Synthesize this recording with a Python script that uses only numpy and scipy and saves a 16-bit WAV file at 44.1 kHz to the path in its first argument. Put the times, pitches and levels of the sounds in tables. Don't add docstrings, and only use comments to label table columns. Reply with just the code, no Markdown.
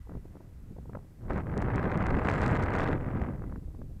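import sys
import numpy as np
from scipy import signal
from scipy.fft import rfft, irfft
from scipy.io import wavfile
from scipy.ndimage import uniform_filter1d

SR = 44100
rng = np.random.default_rng(int(sys.argv[2]) if len(sys.argv) > 2 else 0)


def waveform_to_disk(signal):
    frames = np.transpose(np.atleast_2d(signal))
    scaled = np.clip(frames, -1, 1) * 32767
    samples = np.round(scaled).astype(np.int16)
    wavfile.write(sys.argv[1], SR, samples)


N = 176400

# t/s, relative peak level/dB, f/Hz
EDDY_IMPACTS = [(0.073, -44.5, 680), (0.096, -39, 920), (0.12, -40, 930), (0.139, -55, 750),
                (0.154, -38, 610), (0.173, -40, 447), (0.256, -39.5, 430), (0.356, -40, 690),
                (0.37, -44, 900), (0.407, -40.5, 670), (0.767, -40.5, 513), (0.787, -34, 390),
                (0.858, -44, 740), (0.897, -37.5, 730), (0.934, -37, 1120), (0.952, -31, 1050),
                (0.955, -30, 980), (0.972, -32, 700), (0.991, -43, 645), (1.3066, -19.5, 1090),
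                (1.3615, -27.5, 1410), (1.372, -29, 645), (1.3803, -23.5, 1230), (1.3868, -26, 1250),
                (1.4029, -32, 1370), (1.5702, -25, 1110), (1.624, -20, 1230), (1.6849, -22, 1030),
                (1.7813, -19, 1320), (1.924, -23.5, 1100), (2.0687, -20, 1350), (2.1443, -18.5, 1080),
                (2.2874, -12, 1450), (2.3404, -19, 1330), (2.76, -23.5, 1120), (2.7983, -17, 1470),
                (3.058, -34, 1130), (3.0878, -28.5, 1180), (3.217, -25, 1320), (3.25, -26, 910),
                (3.421, -33.5, 1010), (3.44, -32, 940), (3.525, -33, 1010), (3.56, -33, 1040),
                (3.749, -37.5, 643), (3.818, -37.5, 890)]


def from_db(db):
    return 10 ** (np.asarray(db) / 20)


def rms_one(x):
    return x / np.sqrt(np.mean(x ** 2) + 1e-20)


def in_time(rows):
    return np.interp(np.arange(N) / SR, *np.transpose(rows))


def at_hz(points, hz):
    f, db = np.transpose(points)
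    return np.interp(np.log(hz), np.log(f), db)


def drift(rate_hz):
    step, run_in = 10, 4000
    pole = np.exp(-2 * np.pi * step * rate_hz / SR)
    white = rng.standard_normal(N // step + run_in + 2)
    slow = rms_one(signal.lfilter([1], [1, -2 * pole, pole * pole], white)[run_in:])
    return 3 * np.tanh(np.interp(np.arange(N) / step, np.arange(len(slow)), slow) / 2.7)


def bands(spectrum):
    edges = 17 * 2 ** (np.arange(31) / 3)
    low, high = edges[:-1], edges[1:]
    hz = np.sqrt(low * high)
    inside = (high > spectrum[0][0]) & (low < spectrum[-1][0])
    gain = from_db(at_hz(spectrum, hz)) * np.sqrt(high - low) * inside
    gain = gain / np.linalg.norm(gain)
    return [(hz[k], signal.butter(2, [low[k], high[k]], "band", fs=SR, output="sos"), gain[k])
            for k in np.flatnonzero(inside)]


def band_noise(sos):
    run_in = SR // 4
    return rms_one(signal.sosfilt(np.vstack([sos, sos]), rng.standard_normal(N + run_in))[run_in:])


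def coloured(x, spectrum):
    size = 2048
    hz = np.arange(size // 2 + 1) * SR / size + 1
    cepstrum = irfft(np.log(from_db(at_hz(spectrum, hz))))
    cepstrum[1:size // 2] *= 2
    cepstrum[size // 2 + 1:] = 0
    response = irfft(np.exp(rfft(cepstrum)))
    return rms_one(signal.fftconvolve(x, response)[:N])


def evened(x, settle_s):
    size = int(settle_s * SR)
    return x / np.sqrt(uniform_filter1d(uniform_filter1d(x * x, size), size) + 1e-12)


def puff(s, hz, cycles):
    turn = (np.arange(N) / SR - s) * hz
    near, out = np.abs(turn) < cycles, np.zeros(N)
    out[near] = -np.exp(-(np.pi * turn[near] / cycles) ** 2) * np.cos(2 * np.pi * turn[near])
    return out


def hiss(hiss_db=-73, whine_hz=8000, whine_db=-94):
    # f/Hz, relative density level/dB
    spectrum = [(200, 3.5), (1200, 4.5), (2800, -1), (5000, -2), (8000, -2.5), (10000, -4), (12000, -1),
                (15000, -7)]
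    whine = np.sqrt(2) * np.sin(2 * np.pi * whine_hz * np.arange(N) / SR)
    return from_db(hiss_db) * coloured(rng.standard_normal(N), spectrum) + from_db(whine_db) * whine


def far_wind():
    # t/s, level/dB
    levels = [(0, -66.5), (1.2, -71), (3.4, -70), (3.7, -74), (4, -76)]
    # f/Hz, relative density level/dB
    spectrum = [(150, 13.5), (400, -8), (1000, -0.5), (2000, -4.5), (2800, -11.5), (5000, -39)]
    return from_db(in_time(levels)) * coloured(rng.standard_normal(N), spectrum)


def whistle(levels, hz, width_hz):
    sos = signal.butter(2, [hz - width_hz / 2, hz + width_hz / 2], "band", fs=SR, output="sos")
    return from_db(in_time(levels)) * band_noise(sos)


def edge_tones():
    # t/s, level/dB
    breathy = [(0, -80), (0.6, -89), (3.2, -77), (3.37, -79), (3.53, -76), (3.62, -96), (4, -98)]
    # t/s, level/dB
    sizzle = [(0, -120), (2.15, -89), (2.28, -77), (2.52, -70.5), (2.58, -83), (4, -120)]
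    return whistle(breathy, hz=1966, width_hz=97) + whistle(sizzle, hz=7560, width_hz=2000)


def sway():
    # t/s, level/dB
    levels = [(0, -47), (0.12, -42.5), (0.43, -54), (0.67, -45), (0.97, -49.5), (1.09, -55), (1.18, -55),
              (1.32, -32), (1.46, -50), (1.57, -35), (1.94, -39.5), (2.12, -30.5), (2.28, -41), (2.92, -37),
              (3.1, -42.5), (3.45, -40), (4, -45)]
    # f/Hz, relative density level/dB
    spectrum = [(12, -1), (20, 7.5), (30, -1), (48, 2), (65, 3), (100, -27.5)]
    heave = sum(gain * band_noise(sos) for _, sos, gain in bands(spectrum))
    return from_db(in_time(levels)) * evened(heave, settle_s=0.15)


def rumble(gain_db=-1.5, full_push_db=-24.5, rough_db=4.5, own_db=1.5, pivot_hz=132):
    # t/s, relative level/dB
    push = [(0, -45.5), (0.06, -60), (0.11, -46), (0.17, -39.5), (0.21, -53), (0.4, -54), (0.57, -57.5),
            (0.67, -45), (0.85, -48.5), (0.95, -39.5), (1.03, -56), (1.09, -60), (1.17, -56), (1.25, -38),
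            (1.3, -34.5), (1.38, -32.5), (1.42, -34.5), (1.56, -31), (1.68, -29), (1.95, -29.5),
            (2.13, -27.5), (2.3, -29.5), (2.52, -26.5), (2.85, -33.5), (2.92, -25), (2.99, -34.5),
            (3.23, -29), (3.33, -37), (3.45, -38.5), (3.55, -39.5), (3.66, -45), (3.85, -43.5), (4, -43)]
    # f/Hz, relative density level/dB
    spectrum = [(45, -16), (70, -2), (100, 0), (140, -5), (210, -5.5), (300, -14), (450, -20.5),
                (800, -37.5)]
    brightening = 0.16
    push_db, lumps, out = in_time(push), drift(rate_hz=14), 0
    for hz, sos, gain in bands(spectrum):
        tilt_db = brightening * (push_db - full_push_db) * np.log2(hz / pivot_hz)
        lump_db = rough_db * np.sqrt(hz / pivot_hz) * lumps
        out += gain * band_noise(sos) * from_db(tilt_db + lump_db + own_db * drift(rate_hz=21))
    return from_db(push_db + gain_db) * evened(out, settle_s=0.051)


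def thumps(gain_db=-2):
    # t/s, relative peak level/dB, f/Hz
    landings = [(0.154, -26.5, 167), (0.972, -33.5, 176), (1.3645, -22.5, 158), (2.29, -17, 217),
                (2.5431, -16, 224), (2.931, -19.5, 182), (3.224, -24, 165)]
    return -sum(from_db(db + gain_db) * puff(s, hz, cycles=1.4) for s, db, hz in landings)


def wakes(length_s=0.016, gain_db=-8, ceiling_db=-36):
    # f/Hz, relative density level/dB
    spectrum = [(250, 0), (600, -7), (1400, -27), (3500, -56)]
    s, db, _ = np.transpose(EDDY_IMPACTS)
    hits = np.bincount((s * SR).astype(int), from_db(np.minimum(db, ceiling_db) + gain_db), N)
    envelope = signal.fftconvolve(hits, np.hanning(int(length_s * SR)), "same")
    return envelope * coloured(rng.standard_normal(N), spectrum)


def slaps(gain_db=-1.5, push_db=-3, rebound_db=-18, lead_s=0.00178, lag_s=0.00166):
    spacings = rng.uniform(0.38, 1.47, (len(EDDY_IMPACTS), 2))
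    out = np.zeros(N)
    for (s, db, hz), (early, late) in zip(EDDY_IMPACTS, spacings):
        push = -from_db(push_db) * puff(s - lead_s * early, 0.44 * hz, cycles=1.32)
        pop = puff(s, hz, cycles=1.32)
        rebound = from_db(rebound_db) * puff(s + lag_s * late, 1.56 * hz, cycles=1.36)
        out += from_db(db + gain_db) * (push + pop + rebound)
    return out


def snaps(gain_db=-6, body_db=10.5):
    # t/s, relative peak level/dB
    ticks = [(1.2998, -59), (1.3786, -50), (1.578, -36), (1.6187, -43), (1.6244, -45.5), (1.7593, -39.5),
             (1.9755, -42), (2.067, -37), (2.287, -37.5), (2.315, -41.5), (2.34, -46), (2.417, -37),
             (2.463, -42), (2.48, -38), (2.512, -45), (2.627, -40.5), (2.637, -39.5), (2.7364, -44),
             (2.755, -46), (2.789, -40), (2.799, -47), (2.813, -47), (2.837, -46), (3.219, -52)]
    out = np.zeros(N)
    for s, db in ticks:
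        tip = puff(s, hz=7550, cycles=3.2)
        body = from_db(body_db) * puff(s, hz=3260, cycles=0.88)
        out += from_db(db + gain_db) * (tip + body)
    return out


def crackle(bursts, spits_per_s=800, spit_s=0.002, spread_db=5, burst_db=9, spits_db=4.5, air_db=-14):
    # t/s, relative level/dB
    levels = [(0, -105), (1.24, -100), (1.3, -71.5), (1.38, -72), (1.42, -102), (1.56, -101), (1.7, -82),
              (1.8, -73.5), (2.2, -69), (2.3, -61), (2.48, -62), (2.58, -65), (2.7, -70), (2.8, -55.5),
              (2.85, -65), (2.93, -62), (2.96, -92), (3.25, -84), (3.4, -105)]
    # f/Hz, relative density level/dB
    spectrum = [(1500, -3.5), (2800, 5), (4200, 2.5), (5500, -6), (8000, -8.5), (10000, -20), (15000, -26)]
    sizes = from_db(spread_db * np.minimum(rng.exponential(1, N), 3) + burst_db * bursts)
    onsets = rng.random(N) < spits_per_s / SR
    power = signal.fftconvolve(sizes ** 2 * onsets, np.hanning(int(spit_s * SR) + 3), "same")
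    white_spits = np.sqrt(np.abs(power)) * rng.standard_normal(N)
    spits = evened(coloured(white_spits, spectrum), settle_s=0.083)
    air = coloured(rng.standard_normal(N), spectrum)
    return from_db(in_time(levels)) * (from_db(spits_db) * spits + from_db(air_db) * air)


def flutter(bursts, gain_db=1, full_gust_db=-30.5, rough_db=2.5, own_db=0.5, pivot_hz=716):
    # t/s, relative level/dB
    gust = [(0, -79), (0.06, -95), (0.11, -55.5), (0.16, -61), (0.2, -71), (0.37, -65.5), (0.44, -65.5),
            (0.55, -73), (0.7, -72), (0.8, -69.5), (0.89, -66), (0.96, -61.5), (1.03, -65.5), (1.15, -73),
            (1.285, -48.5), (1.303, -38.5), (1.35, -42), (1.372, -36.5), (1.4, -41.5), (1.42, -49),
            (1.53, -41.5), (1.62, -39.5), (1.8, -35.5), (2.03, -34.5), (2.24, -34.5), (2.29, -31.5),
            (2.36, -34), (2.45, -31), (2.66, -34.5), (2.81, -31), (2.85, -33.5), (2.935, -33),
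            (2.96, -42.5), (3.1, -42.5), (3.23, -41), (3.32, -45), (3.37, -53.5), (3.52, -56.5), (3.6, -65),
            (3.7, -68), (3.77, -67.5), (3.9, -73), (4, -69)]
    # f/Hz, relative density level/dB
    spectrum = [(100, 4.5), (200, 2), (330, 3.5), (500, 2), (750, 0), (1100, -1), (1650, -3), (2200, -8.5),
                (2600, -20.5), (3150, -29.5), (4500, -42.5)]
    brightening = 0.25
    gust_db, out = in_time(gust), 0
    slack_db = np.minimum(gust_db - full_gust_db, 0)
    depth_db = rough_db - 0.75 * slack_db / 20
    for hz, sos, gain in bands(spectrum):
        burst_db = depth_db * (hz / pivot_hz) ** 0.9 * bursts
        tilt_db = brightening * slack_db * np.log2(hz / pivot_hz)
        eddies = band_noise(sos) * from_db(burst_db + own_db * drift(rate_hz=30))
        out += gain * from_db(tilt_db) * evened(eddies, settle_s=0.057)
    return from_db(gust_db + gain_db) * out


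def scene():
    bursts = drift(rate_hz=284)
    port = sway() + rumble() + flutter(bursts) + crackle(bursts) + thumps() + slaps() + wakes() + snaps()
    return (port + edge_tones() + far_wind() + hiss())[None]


def record(dry):
    cutoff_hz, ease_s = 15600, 0.004
    samples_from_end = np.minimum(np.arange(N), np.arange(N)[::-1])
    ease = np.minimum(1, samples_from_end / (ease_s * SR))
    return signal.sosfilt(signal.ellip(12, .1, 70, cutoff_hz, fs=SR, output="sos"), dry * ease)


dry = scene()
out = record(dry)
waveform_to_disk(out)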